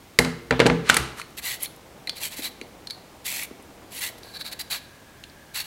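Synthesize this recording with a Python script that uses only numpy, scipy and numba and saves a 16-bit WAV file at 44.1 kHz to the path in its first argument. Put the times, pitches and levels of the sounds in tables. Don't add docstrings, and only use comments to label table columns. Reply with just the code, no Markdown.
import sys
import numpy as np
from scipy import signal
from scipy.fft import rfft, irfft
from scipy.io import wavfile
from scipy.ndimage import uniform_filter1d, map_coordinates
from numba import njit

SR = 44100
rng = np.random.default_rng(int(sys.argv[2]) if len(sys.argv) > 2 else 0)


def inscribe(sig):
    pcm = np.round(np.clip(np.atleast_2d(sig).T, -1, 1) * 32767)
    wavfile.write(sys.argv[1], SR, pcm.astype(np.int16))


N = 249606
TIME = np.arange(N) / SR
ONE_SECOND = TIME[:SR]

# start_s, crack_db, treble_limit_hz, clack_hz, clack_db, boom_db
KNOCKS = [(.189, -6, 16000, 2120, 0.5, -18), (0.2482, -17, 4500, 2160, -26, -25.5),
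          (0.5086, -7.5, 3420, 1820, -10.5, -21), (0.524, -20, 2800, 2370, -17, -25),
          (.594, -13, 3880, 316, -14, -28), (0.6012, -4, 4150, 486, -0.5, -27),
          (.607, -9, 3200, 1460, -29, -25.5), (0.6165, -10, 2500, 400, -33, -19),
          (0.658, -9.5, 2230, 282, -2, -33), (.664, -11, 6330, 1600, -18, -17.5),
          (0.6691, -15, 7500, 840, -10, -25), (0.6995, -12, 2220, 2165, -9, -19),
          (0.892, -12.5, 9100, 1410, -36, -56), (0.8979, -0.5, 7700, 1490, 2.5, -31.5),
          (.943, -13, 18000, 7960, -20, -53), (0.9675, -10.5, 17900, 8870, -11.5, -37),
          (.970, -13.5, 14000, 3300, -28, -41)]
# pitch_hz, level_db, fade_s (time to drop by 60 dB)
BOARD_TONES = [(62.5, 6.5, 0.19), (129.7, -2.5, 0.38), (166.5, -2, 0.28), (249.9, -0.5, 0.25),
               (347.8, -15.5, 0.86), (377, -29, 0.4), (444.4, -9, 0.58), (466.6, 4.5, 0.075),
               (560, -7, 0.084), (641, -25, 0.45), (804, -9, 0.12), (867, -16, 0.3), (972, -13, 0.18),
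               (1220, -29, 0.27)]
# pitch_hz, level_db
CONTACT_COLOUR = [(100, 1), (400, -5), (750, 1), (1200, 9.5), (1700, 10.5), (2200, 9.5), (2900, 7),
                  (3400, 4), (4200, 6), (5400, 1), (9000, 3), (12000, 0), (16000, -19)]
def counter_knocks():
    direct, to_room = np.zeros((2, N))
    contact_filter = colour(CONTACT_COLOUR)
    for start_s, crack_db, treble_limit_hz, clack_hz, clack_db, boom_db in KNOCKS:
        contact = undb(crack_db) * fade(0.022)
        crack = through(rng.standard_normal(SR) * contact, contact_filter)
        clack = undb(clack_db) * ring([(clack_hz, 0, 0.016), (2 * clack_hz, -8, 0.014)])
        boom = undb(boom_db) * ring(BOARD_TONES, scatter_db=1.5, detune=0.003)
        cabinet_thud = undb(boom_db - 1) * burst(133, 680, fade_s=0.13)
        pulse = np.linalg.norm(contact) * np.pad(contact_filter, (0, SR - len(contact_filter)))
        direct_blow = crack + clack + boom + cabinet_thud
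        room_blow = pulse + undb(-7.5) * (clack + boom)
        for out, blow in ((direct, direct_blow), (to_room, room_blow)):
            softened = butter(blow, treble_limit_hz, "low")
            add(out, start_s, butter(softened, 141, "high"))
    return direct, to_room


def board_skid(start_s=0.823, land_s=0.897, level_db=-28):
    swell = np.clip((TIME - start_s) / (land_s - start_s), 0, 1) ** 2 * (TIME < land_s)
    return undb(level_db) * swell * unit(butter(noise(CONTACT_COLOUR), 5500, "low"))


def slap_boom(start_s=0.99, level_db=-30):
    out = np.zeros(N)
    boom = ring([(65, 4.5, 0.32), (131, -0.5, 0.37), (331, -2.5, 0.31)])
    add(out, start_s, undb(level_db) * boom * rise(0.0089))
    return out


def hand_scuff(peak_s=1.192, width_s=0.021, level_db=-39):
    swell = np.exp(-((TIME - peak_s) / width_s) ** 2)
    return undb(level_db) * swell * unit(noise(CONTACT_COLOUR))


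# start_s, length_s, rise_s, fall_s, level_db, chatter_db, rasp_hz
STROKES = [(1.367, 0.039, .013, 0.015, -34.5, -7, 1970), (1.412, 0.17, 0.056, 0.065, -28.5, -5.5, 2000),
           (1.59, 0.077, 0.048, 0.019, -32.5, -10, 10760), (2.151, 0.058, .014, .024, -42.5, 0, 2460),
           (2.198, 0.1, 0.032, 0.045, -29.5, -8, 8200), (2.297, 0.064, 0.025, 0.018, -38.5, -7, 2100),
           (2.356, 0.06, 0.019, 0.019, -36.5, -5.5, 1970), (2.406, 0.09, 0.048, 0.043, -28.5, -3, 3770),
           (3.243, 0.22, 0.018, 0.022, -30, -14, 2270), (3.901, 0.11, .066, 0.019, -34, -6.5, 10130),
           (4.004, 0.11, 0.0081, 0.064, -29, -9, 1980), (4.173, 0.02, 0.0094, .009, -47.5, -7, 2100),
           (4.224, 0.13, 0.0072, 0.022, -53.5, 3, 4800), (4.333, 0.05, 0.021, 0.014, -48, 12, 3920),
           (4.385, 0.046, 0.026, 0.019, -42.5, 11.5, 4880), (4.44, 0.068, 0.014, 0.032, -42, 6, 3860),
           (4.508, 0.034, 0.02, 0.0099, -35.5, 0, 4700), (4.588, 0.038, 0.008, 0.009, -34, -0.5, 4700),
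           (4.697, 0.1, 0.015, 0.069, -29.5, 2.5, 2400), (5.536, 0.1, 0.02, 0.024, -31.5, -0.5, 2820),
           (5.633, .05, .01, .01, -44.5, -3, 2830)]
# pitch_hz, level_db
CUT_COLOUR = [(200, -16), (400, -29), (880, -7), (1180, -15), (1550, -14), (1950, 2.5), (3200, 1.5),
              (4450, -1.5), (5000, -4), (7000, -3), (7800, 0.5), (8600, -5.5), (12100, 2), (12800, -9),
              (15500, -7)]
def peeling(sag_db_per_s=22.5, uneven_db=1.5, rasp_db=-4.5, pop_db=-7):
    cut, drag, rasp = np.zeros((3, N))
    wobble = unit(uniform_filter1d(rng.standard_normal(N), int(0.0032 * SR) + 1))
    resistance = undb(uneven_db * wobble)
    cells = tiny_snaps(per_s=6000, spread_db=4)
    slips = tiny_snaps(per_s=1000, spread_db=1)
    rubs = tiny_snaps(per_s=4800, spread_db=11.5)
    for start_s, length_s, rise_s, fall_s, level_db, chatter_db, rasp_hz in STROKES:
        hand = press(start_s, start_s + length_s, rise_s, fall_s)
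        elapsed_s = np.clip(TIME - start_s, 0, length_s)
        bite = undb(level_db - sag_db_per_s * elapsed_s) * hand ** 1.06
        cut += bite
        drag += bite * undb(chatter_db)
        strip = np.sqrt(elapsed_s / length_s)
        rubbing = (bite * strip * rubs)[int(start_s * SR):][:SR]
        add(rasp, start_s, undb(rasp_db) * resonate(rubbing, ring([(rasp_hz, 0, 0.012)])))
    tearing = through(cut * resistance * cells, colour(CUT_COLOUR))
    juicy_pops = undb(pop_db) * butter(cut * tiny_snaps(per_s=300, spread_db=3), 8000, "high")
    chatter = resonate(drag * slips, blade_ring() * fade(0.044))
    return hand_bounce(tearing + juicy_pops) + butter(chatter, 670, "high") + butter(rasp, 980, "high")


def hand_bounce(cut, delay_s=0.00108, wander_s=0.000098, bounce_db=-7):
    lag_s = delay_s + wander_s * unit(butter(rng.standard_normal(N), 10, "low"))
    bounced = map_coordinates(cut, [(TIME - lag_s) * SR], mode="nearest")
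    return (cut + undb(bounce_db) * bounced) / np.hypot(1, undb(bounce_db))


# pitch_hz, level_db, fade_s
BLADE_TONES = [(955, -25, 0.0076), (1700, -0.5, 0.015), (2354, -2.5, 0.027), (3400, -64, 0.059),
               (4230, -15, 0.27), (4040, 8.5, 0.032), (4350, -3, 0.15), (4397, 1.5, 0.078),
               (7250, -22, 0.053), (9550, -4, 0.02), (10840, -19.5, 0.15), (13100, -6, .012)]
def blade_ring(scatter_db=0, detune=0):
    return ring(BLADE_TONES, scatter_db, detune)


# start_s, snap_db, snap_hz, ring_db
TICKS = [(0.1882, -4, 4600, -40), (0.247, -23.5, 4370, -42), (1.197, -25.5, 1240, -45),
         (1.2153, -25.5, 2400, -41.5), (1.6578, -25.5, 3700, -39), (2.0727, -25, 2110, -33),
         (2.0943, -15, 4250, -33), (2.613, -27, 2640, -46), (2.8713, -26.5, 4520, -42),
         (2.9, -33, 4560, -39), (2.907, -22, 4500, -32.5), (4.232, -35, 4800, -59),
         (5.238, -29.5, 3340, -58), (5.297, -45, 4170, -60)]
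def light_ticks(click_db=-9):
    out = np.zeros(N)
    for start_s, snap_db, snap_hz, ring_db in TICKS:
        snap = burst(0.836 * snap_hz, 1.1 * snap_hz, fade_s=0.014)
        snap += undb(click_db) * burst(1700, 9400, fade_s=0.017)
        ringing = blade_ring(scatter_db=1.5, detune=0.022)
        add(out, start_s, (undb(snap_db) * snap + undb(ring_db) * ringing) * rise(0.00042))
    return out


# start_s, level_db
FLICKS = [(1.305, -50), (1.455, -26), (1.628, -21.5), (1.6325, -16.5), (1.763, -45), (3.4335, -25),
          (3.625, -45.5)]
def peel_flicks():
    return bursts(FLICKS, low_hz=8600, high_hz=12900, fade_s=0.016)


# start_s, level_db
BUMPS = [(2.39, -31), (2.6127, -32.5), (3.51, -34)]
def potato_bumps():
    return bursts(BUMPS, low_hz=174, high_hz=447, fade_s=0.049)


def finger_rustle(level_db=-54.5, flutter_db=3.5):
    flutter = unit(butter(rng.standard_normal(N), 46, "low"))
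    busy = press(start_s=1.1, end_s=4.92, rise_s=0.4, fall_s=0.4)
    rustle = unit(butter(rng.standard_normal(N), [230, 900], "band"))
    return busy * undb(level_db + flutter_db * flutter) * rustle


# pitch_hz, level_db, fade_s
ROOM_ECHO = [(100, 1, 0.9), (394, 3, 0.7), (1550, -8, 0.55), (3520, -6.5, 0.54), (8700, -11.5, 0.4),
             (15000, -10, 0.27)]
def kitchen_echo(sound):
    pitch_hz, level_db, fade_s = np.transpose(ROOM_ECHO)
    edges_hz = np.geomspace(50, 18000, 13)
    echo = np.zeros(SR)
    for low_hz, high_hz in zip(edges_hz, edges_hz[1:]):
        middle = np.log(low_hz * high_hz) / 2
        gain = undb(np.interp(middle, np.log(pitch_hz), level_db))
        decay = fade(np.interp(middle, np.log(pitch_hz), fade_s)) * rise(0.0037)
        band = butter(rng.standard_normal(SR), [low_hz, high_hz], "band", order=3)
        echo += gain * band * decay / np.linalg.norm(decay)
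    return through(sound, echo)


# pitch_hz, level_db
HUSH_COLOUR = [(15, -43), (25, -7.5), (64, -1), (180, -2.5), (242, -4), (335, -5), (489, -9.5), (545, -7),
               (840, -11), (1610, -14.5), (2160, -14.5), (2550, -16.5), (16000, -28)]
def kitchen_hush(hush_db=-49.5, whistle_db=-59, whistle_start_s=4.2):
    hush = undb(hush_db) * unit(noise(HUSH_COLOUR))
    whistle = unit(butter(rng.standard_normal(N), [1570, 1710], "band"))
    return hush + undb(whistle_db) * whistle * np.clip((TIME - whistle_start_s) / 0.023, 0, 1)


def undb(db):
    return 10 ** (np.asarray(db) / 20)


def unit(x):
    return x / np.sqrt(np.mean(x ** 2) + 1e-18)


def add(out, start_s, x):
    i = int(start_s * SR)
    out[i:i + len(x)] += x[:N - i]


def through(x, response):
    return signal.fftconvolve(x, response)[:len(x)]


def resonate(x, ringing):
    return through(x, ringing / np.linalg.norm(ringing))


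def colour(points, size=4096):
    pitch_hz, level_db = np.transpose(points)
    grid_hz = np.maximum(np.arange(size // 2 + 1) * SR / size, 1)
    gains = undb(np.interp(np.log(grid_hz), np.log(pitch_hz), level_db))
    cepstrum = irfft(np.log(gains))
    cepstrum[1:size // 2] *= 2
    cepstrum[size // 2 + 1:] = 0
    response = irfft(np.exp(rfft(cepstrum)))
    return response / np.linalg.norm(response)


def noise(points):
    return through(rng.standard_normal(N), colour(points))


def butter(x, hz, kind, order=2):
    sections = signal.butter(order, np.clip(hz, 10, 0.45 * SR), kind, fs=SR, output="sos")
    return signal.sosfilt(sections, x)


def fade(fade_s):
    return undb(-60 * ONE_SECOND / fade_s)


def rise(rise_s):
    return 1 - np.exp(-ONE_SECOND / rise_s)


def press(start_s, end_s, rise_s, fall_s):
    return np.clip(np.minimum((TIME - start_s) / rise_s, (end_s - TIME) / fall_s), 0, 1)


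def ring(tones, scatter_db=0, detune=0):
    out = np.zeros(SR)
    for pitch_hz, level_db, fade_s in tones:
        louder, sharper = rng.standard_normal(2)
        wave = np.sin(2 * np.pi * pitch_hz * (1 + detune * sharper) * ONE_SECOND)
        out += undb(level_db + scatter_db * louder) * fade(fade_s) * wave
    return out


def tiny_snaps(per_s, spread_db):
    happens = rng.random(N) < per_s / SR
    return unit(happens * rng.choice([-1, 1], N) * undb(spread_db * rng.standard_normal(N)))


def burst(low_hz, high_hz, fade_s):
    decay = fade(fade_s)
    puff = butter(rng.standard_normal(SR) * decay, [low_hz, high_hz], "band")
    return unit(puff) * np.sqrt(np.mean(decay ** 2))


def bursts(events, low_hz, high_hz, fade_s):
    out = np.zeros(N)
    for start_s, level_db in events:
        add(out, start_s, undb(level_db) * burst(low_hz, high_hz, fade_s))
    return out


def scene(peeler_echo_db=-6):
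    knocks, knocks_to_room = counter_knocks()
    scrapes = board_skid() + hand_scuff()
    peeler = peeling() + light_ticks() + peel_flicks() + potato_bumps() + finger_rustle()
    echo = kitchen_echo(knocks_to_room + scrapes + undb(peeler_echo_db) * peeler)
    return (knocks + scrapes + slap_boom() + peeler + echo + kitchen_hush())[None]


def record(dry, top_hz=15800):
    clipped = np.clip(dry, -1, 1)
    return signal.sosfilt(signal.ellip(10, 0.2, 70, top_hz, fs=SR, output="sos"), clipped)


dry = scene()
out = record(dry)
inscribe(out)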